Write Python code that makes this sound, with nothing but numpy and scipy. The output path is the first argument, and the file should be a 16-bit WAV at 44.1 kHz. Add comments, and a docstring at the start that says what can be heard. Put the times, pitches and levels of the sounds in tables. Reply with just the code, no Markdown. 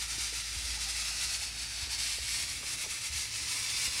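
"""From the first moment, steam escapes under a pressure cooker's valve weight: a bright hiss that surges
and sags as the weight wobbles, over a low hum, room rumble and scattered soft handling bumps and taps.
Between 0.7 and 1.5 s water gurgles faintly in the vent. Then the hand-held microphone moves and the
hiss shifts colour, reflected all along by lid, stove and kitchen walls.
By the end the hum has faded, while the steam hisses on."""
import sys
import numpy as np
from scipy import signal
from scipy.fft import rfft, irfft, next_fast_len
from scipy.io import wavfile
from scipy.ndimage import map_coordinates

SR = 44100
rng = np.random.default_rng(int(sys.argv[2]) if len(sys.argv) > 2 else 0)


def generate_wav(signal):
    """Clip the signal to [-1, 1] and save it as 16-bit WAV at the path in sys.argv[1]."""
    frames = np.transpose(np.atleast_2d(signal))
    scaled = np.clip(frames, -1, 1) * 32767
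    pcm = np.round(scaled).astype(np.int16)
    wavfile.write(sys.argv[1], SR, pcm)


N = 176400

# the ride of the steam flow through the valve (time [s], level [dB])
STEAM_FLOW = [(0.0, -36.9), (0.024, -34.5), (0.072, -41), (0.112, -35), (0.168, -37.5), (0.216, -34),
              (0.32, -39), (0.368, -35.0), (0.432, -38.5), (0.752, -36.5), (0.784, -40), (0.824, -34),
              (0.88, -38), (0.896, -34.5), (0.944, -38), (0.992, -34), (1.032, -36.5), (1.08, -34.5),
              (1.128, -38.0), (1.248, -33), (1.272, -37), (1.344, -33.5), (1.384, -38.6), (1.424, -35.2),
              (1.52, -41.5), (1.632, -36.5), (1.664, -40), (1.84, -36), (1.888, -40.5), (1.92, -33.5),
              (1.976, -38), (2.0, -33.0), (2.12, -34), (2.2, -37.5), (2.312, -34.0), (2.432, -35),
              (2.464, -39.5), (2.504, -36), (2.592, -39.5), (2.616, -41.5), (2.672, -37.5), (2.736, -35.5),
              (2.768, -41), (2.824, -35), (2.872, -41.5), (2.912, -37), (2.968, -38.5), (3.0, -41.7),
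              (3.056, -35.5), (3.104, -41.5), (3.128, -38.5), (3.168, -34), (3.312, -40.5), (3.352, -35.5),
              (3.456, -38), (3.512, -35), (3.624, -36.5), (3.856, -33), (3.896, -36.5), (4.0, -33.5)]
# tone trims on the hiss as the microphone moves (time [s], low hiss [dB], fizz [dB])
HISS_TRIMS = [(0, -0.5, 1), (.6, -1.5, 0.5), (1.0, 0, 0), (1.35, -0.5, 0), (1.55, -1.5, 0.5),
              (1.85, -0.5, -2), (2.2, -4, -.5), (2.4, -2, 0.5), (2.7, 0.5, 3), (3.0, 2, 2.5),
              (3.3, 0.5, 0.5), (3.6, 3.5, 2.5), (3.76, 2, 0.5), (3.83, 2.5, 2.5), (3.9, 3.5, 1.5),
              (4, 4.5, 0)]
# the hiss's body at the first microphone position (frequency [Hz], level [dB])
LOW_HISS_FIRST = [(200, -11), (500, -23), (700, -9.5), (860, -8.5), (1080, -7.5), (1350, -3.5), (1560, -4),
                  (1800, -3), (2200, -8), (2550, 2.5), (3000, -19.5), (6000, -38)]
# the hiss's body at the second microphone position (frequency [Hz], level [dB])
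LOW_HISS_SECOND = [(200, -9), (500, -15), (780, -11.5), (1000, -6), (1200, -5.5), (1420, -7.5), (1620, -4),
                   (1950, -3.5), (2270, 5), (3000, -6.5), (6000, -24)]
# the bright core of the jet (frequency [Hz], level [dB])
JET_SPECTRUM = [(900, -53), (1650, -14), (1950, -3.5), (2250, -3.5), (2700, -2.5), (3050, -5), (3600, -2.5),
                (4300, 0.5), (5100, 0.5), (6100, -5), (7000, -9.5), (10000, -36.5), (16000, -37)]
# the airy fizz on top (frequency [Hz], level [dB])
FIZZ_SPECTRUM = [(3000, -38.5), (5500, 0), (6800, -2.5), (8300, 0.5), (9800, -2.5), (10900, -4.5),
                 (11800, -13.5), (13500, -19.5), (16000, -26.5)]

def steam():
    """Three bands of jet noise ride one flow through the valve: more flow is louder and brighter."""
    move_start_s, move_end_s = 1.73, 3.44
    flow_db, = curves(STEAM_FLOW)
    low_trim_db, fizz_trim_db = curves(HISS_TRIMS)
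    flutter_db = 0.46 * wobble(rate=70)  # fast unsteadiness of the jet
    surge_db = flow_db - flow_db.mean() + flutter_db
    # equal-power crossfade from one microphone position to the other
    fade, = curves([(move_start_s, 0), (move_end_s, np.pi / 2)])
    low = np.cos(fade) * noise(LOW_HISS_FIRST) + np.sin(fade) * noise(LOW_HISS_SECOND)
    # the higher the band, the harder it swings with each surge
    low *= amp(-11.5 + 0.92 * surge_db + low_trim_db)
    jet = noise(JET_SPECTRUM) * amp(-1.8 + 1.11 * surge_db)
    fizz = noise(FIZZ_SPECTRUM) * amp(-5 + 1.49 * surge_db + fizz_trim_db)
    return amp(flow_db.mean()) * (low + jet + fizz)


# watery blips in the vent (time [s], peak level [dB], pitch [Hz])
VENT_BUBBLES = [(.772, -45.5, 860), (.866, -46.5, 775), (1.112, -50.5, 770), (1.422, -50, 840)]

def gurgles():
    """Small bubbles of condensed water ring briefly in the vent."""
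    out = np.zeros(N)
    for start_s, db, hz in VENT_BUBBLES:
        t, envelope = strike(start_s, rise_s=0.0068, t60=0.041)
        out += amp(db) * envelope * np.sin(2 * np.pi * hz * t)
    return out


# early reflections off lid, stove and walls (delay [ms], gain [linear])
REFLECTIONS = [(.85, 0.09), (1.45, 0.12), (2.25, 0.12), (3.2, 0.059), (4.4, 0.047), (6.1, 0.063)]

def kitchen_reflections(source):
    """Near surfaces comb the sound with drifting delays; the room tail morphs as the microphone moves."""
    sway_ms, oversample = 0.079, 4
    room_t60_s, room_db, crossfade_s = 0.14, -7.5, 0.5
    fine = signal.resample_poly(source, up=oversample, down=1)
    out = source.copy()
    for delay_ms, gain in REFLECTIONS:
        delay = (delay_ms + sway_ms * wobble(rate=2.5)) * SR / 1000  # the hand sways each path
        out += gain * np.interp((np.arange(N) - delay) * oversample, np.arange(len(fine)), fine)
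    t = np.arange(N) / SR
    decay = amp(-60 * t[:SR // 4] / room_t60_s)
    for centre_s in np.arange(0, N / SR + crossfade_s, crossfade_s):  # each tail fades into the next
        tail = rng.standard_normal(len(decay)) * decay
        reverb = signal.fftconvolve(source, tail / np.linalg.norm(tail))[:N]
        fade = np.sqrt(np.maximum(1 - np.abs(t - centre_s) / crossfade_s, 0))
        out += amp(room_db) * fade * reverb
    return unit(out) * source.std()  # as loud as the dry source


# soft, low thumps on the microphone's body (time [s], peak level [dB])
MIC_BUMPS = [(0.189, -43), (.562, -39.5), (.632, -42), (1.825, -36.5), (2.192, -43), (3.1, -40),
             (3.152, -38.5), (3.875, -42)]
# light taps and brushes (time [s], peak level [dB], decay by 60 dB [s], centre [Hz])
MIC_TAPS = [(0.181, -41, 0.018, 261), (.326, -49, 0.036, 400), (1.871, -52, 0.045, 400),
            (2.184, -47, .015, 604), (2.61, -50, .05, 240), (2.626, -49, 0.12, 1010),
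            (2.839, -49.5, 0.11, 900), (2.861, -51, 0.05, 503), (3.874, -51.5, .05, 600)]

def handling():
    """The hand bumps the microphone's body into a low ring and brushes it in dull puffs of noise."""
    bump_hz = 68.6
    out = np.zeros(N)
    for start_s, db in MIC_BUMPS:
        t, envelope = strike(start_s, rise_s=0.0059, t60=0.19)
        out += amp(db) * envelope * np.sin(2 * np.pi * bump_hz * t)
    for start_s, db, t60, hz in MIC_TAPS:
        _, envelope = strike(start_s, rise_s=0.002, t60=t60)
        out += amp(db) * envelope * noise([(hz / 4, -8), (hz, 0), (hz * 2, -12), (hz * 8, -60)])
    return out


# the fading low hum (time [s], fundamental level [dB], octave level [dB])
HUM_LEVELS = [(0, -48.5, -65), (.45, -52.5, -62), (.7, -44, -74), (1.0, -50, -71), (1.7, -54, -74),
              (2.0, -50, -62), (2.5, -56, -61), (3.0, -60, -63), (3.5, -64, -58), (4, -66, -62)]
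# faint steady tones of the kitchen (pitch [Hz], level [dB])
KITCHEN_TONES = [(280, -73), (526, -76.5)]
# the room's dark noise bed (frequency [Hz], level [dB])
RUMBLE_SPECTRUM = [(20, -43), (38, -22), (52, -2.5), (68, 2), (90, -2), (110, -3.5), (135, -7.5),
                   (200, -15), (280, -13.5), (400, -18), (1000, -23), (4000, -42)]

def room_tone():
    """A low hum with its octave and two faint tones sit on the room's gently heaving rumble."""
    hum_hz = 55.8
    hum_db, octave_db = curves(HUM_LEVELS)
    hum = amp(hum_db) * tone(hum_hz) + amp(octave_db) * tone(2 * hum_hz)
    tones = sum(amp(db) * tone(hz) for hz, db in KITCHEN_TONES)
    rumble = amp(-56.5 + 1.75 * wobble(rate=7.65)) * noise(RUMBLE_SPECTRUM)
    return hum + tones + rumble


def tone(hz):
    """A sine of rms 1 whose phase wanders slightly."""
    t = np.arange(N) / SR
    return np.sqrt(2) * np.sin(2 * np.pi * hz * t + 0.19 * wobble(rate=4.27))


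def amp(db):
    """Decibels to gain."""
    return 10 ** (np.asarray(db) / 20)


def unit(x):
    """Scale to rms 1."""
    return x / np.sqrt(np.mean(x ** 2) + 1e-20)


def curves(rows):
    """One automation curve for each column after the time."""
    times, *columns = np.transpose(rows)
    return [np.interp(np.arange(N) / SR, times, column) for column in columns]


def wobble(rate):
    """A smooth random curve, rate knots a second."""
    return map_coordinates(rng.standard_normal(1024), [np.arange(N) * rate / SR], mode="wrap")


def filtered(x, response):
    """Equalise x with a gain given as a function of frequency."""
    size = next_fast_len(N + SR // 2)
    return irfft(rfft(x, size) * response(np.fft.rfftfreq(size, 1 / SR)), size)[..., :N]


def noise(spectrum):
    """Noise of rms 1, coloured by rows of (frequency [Hz], level [dB])."""
    freqs, db = np.transpose(spectrum)
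    white = rng.standard_normal(N)
    return unit(filtered(white, lambda hz: amp(np.interp(np.log(hz + 1), np.log(freqs), db))))


def strike(start_s, rise_s, t60):
    """Time since the start, and an envelope of peak 1 that rises and dies away."""
    t = np.maximum(np.arange(N) / SR - start_s, 0)
    envelope = (1 - np.exp(-t / rise_s)) * amp(-60 * t / t60)
    return t, envelope / envelope.max()


def scene():
    """The cooker up front, room tone and handling tucked under it; one microphone feeds both ears."""
    mono = kitchen_reflections(steam() + gurgles()) + room_tone() + handling()
    return np.array([mono, mono])


def record(dry):
    """A brick-wall low-pass trims the very top of the hiss."""
    return filtered(dry, lambda hz: hz < 15800)


dry = scene()
out = record(dry)
generate_wav(out)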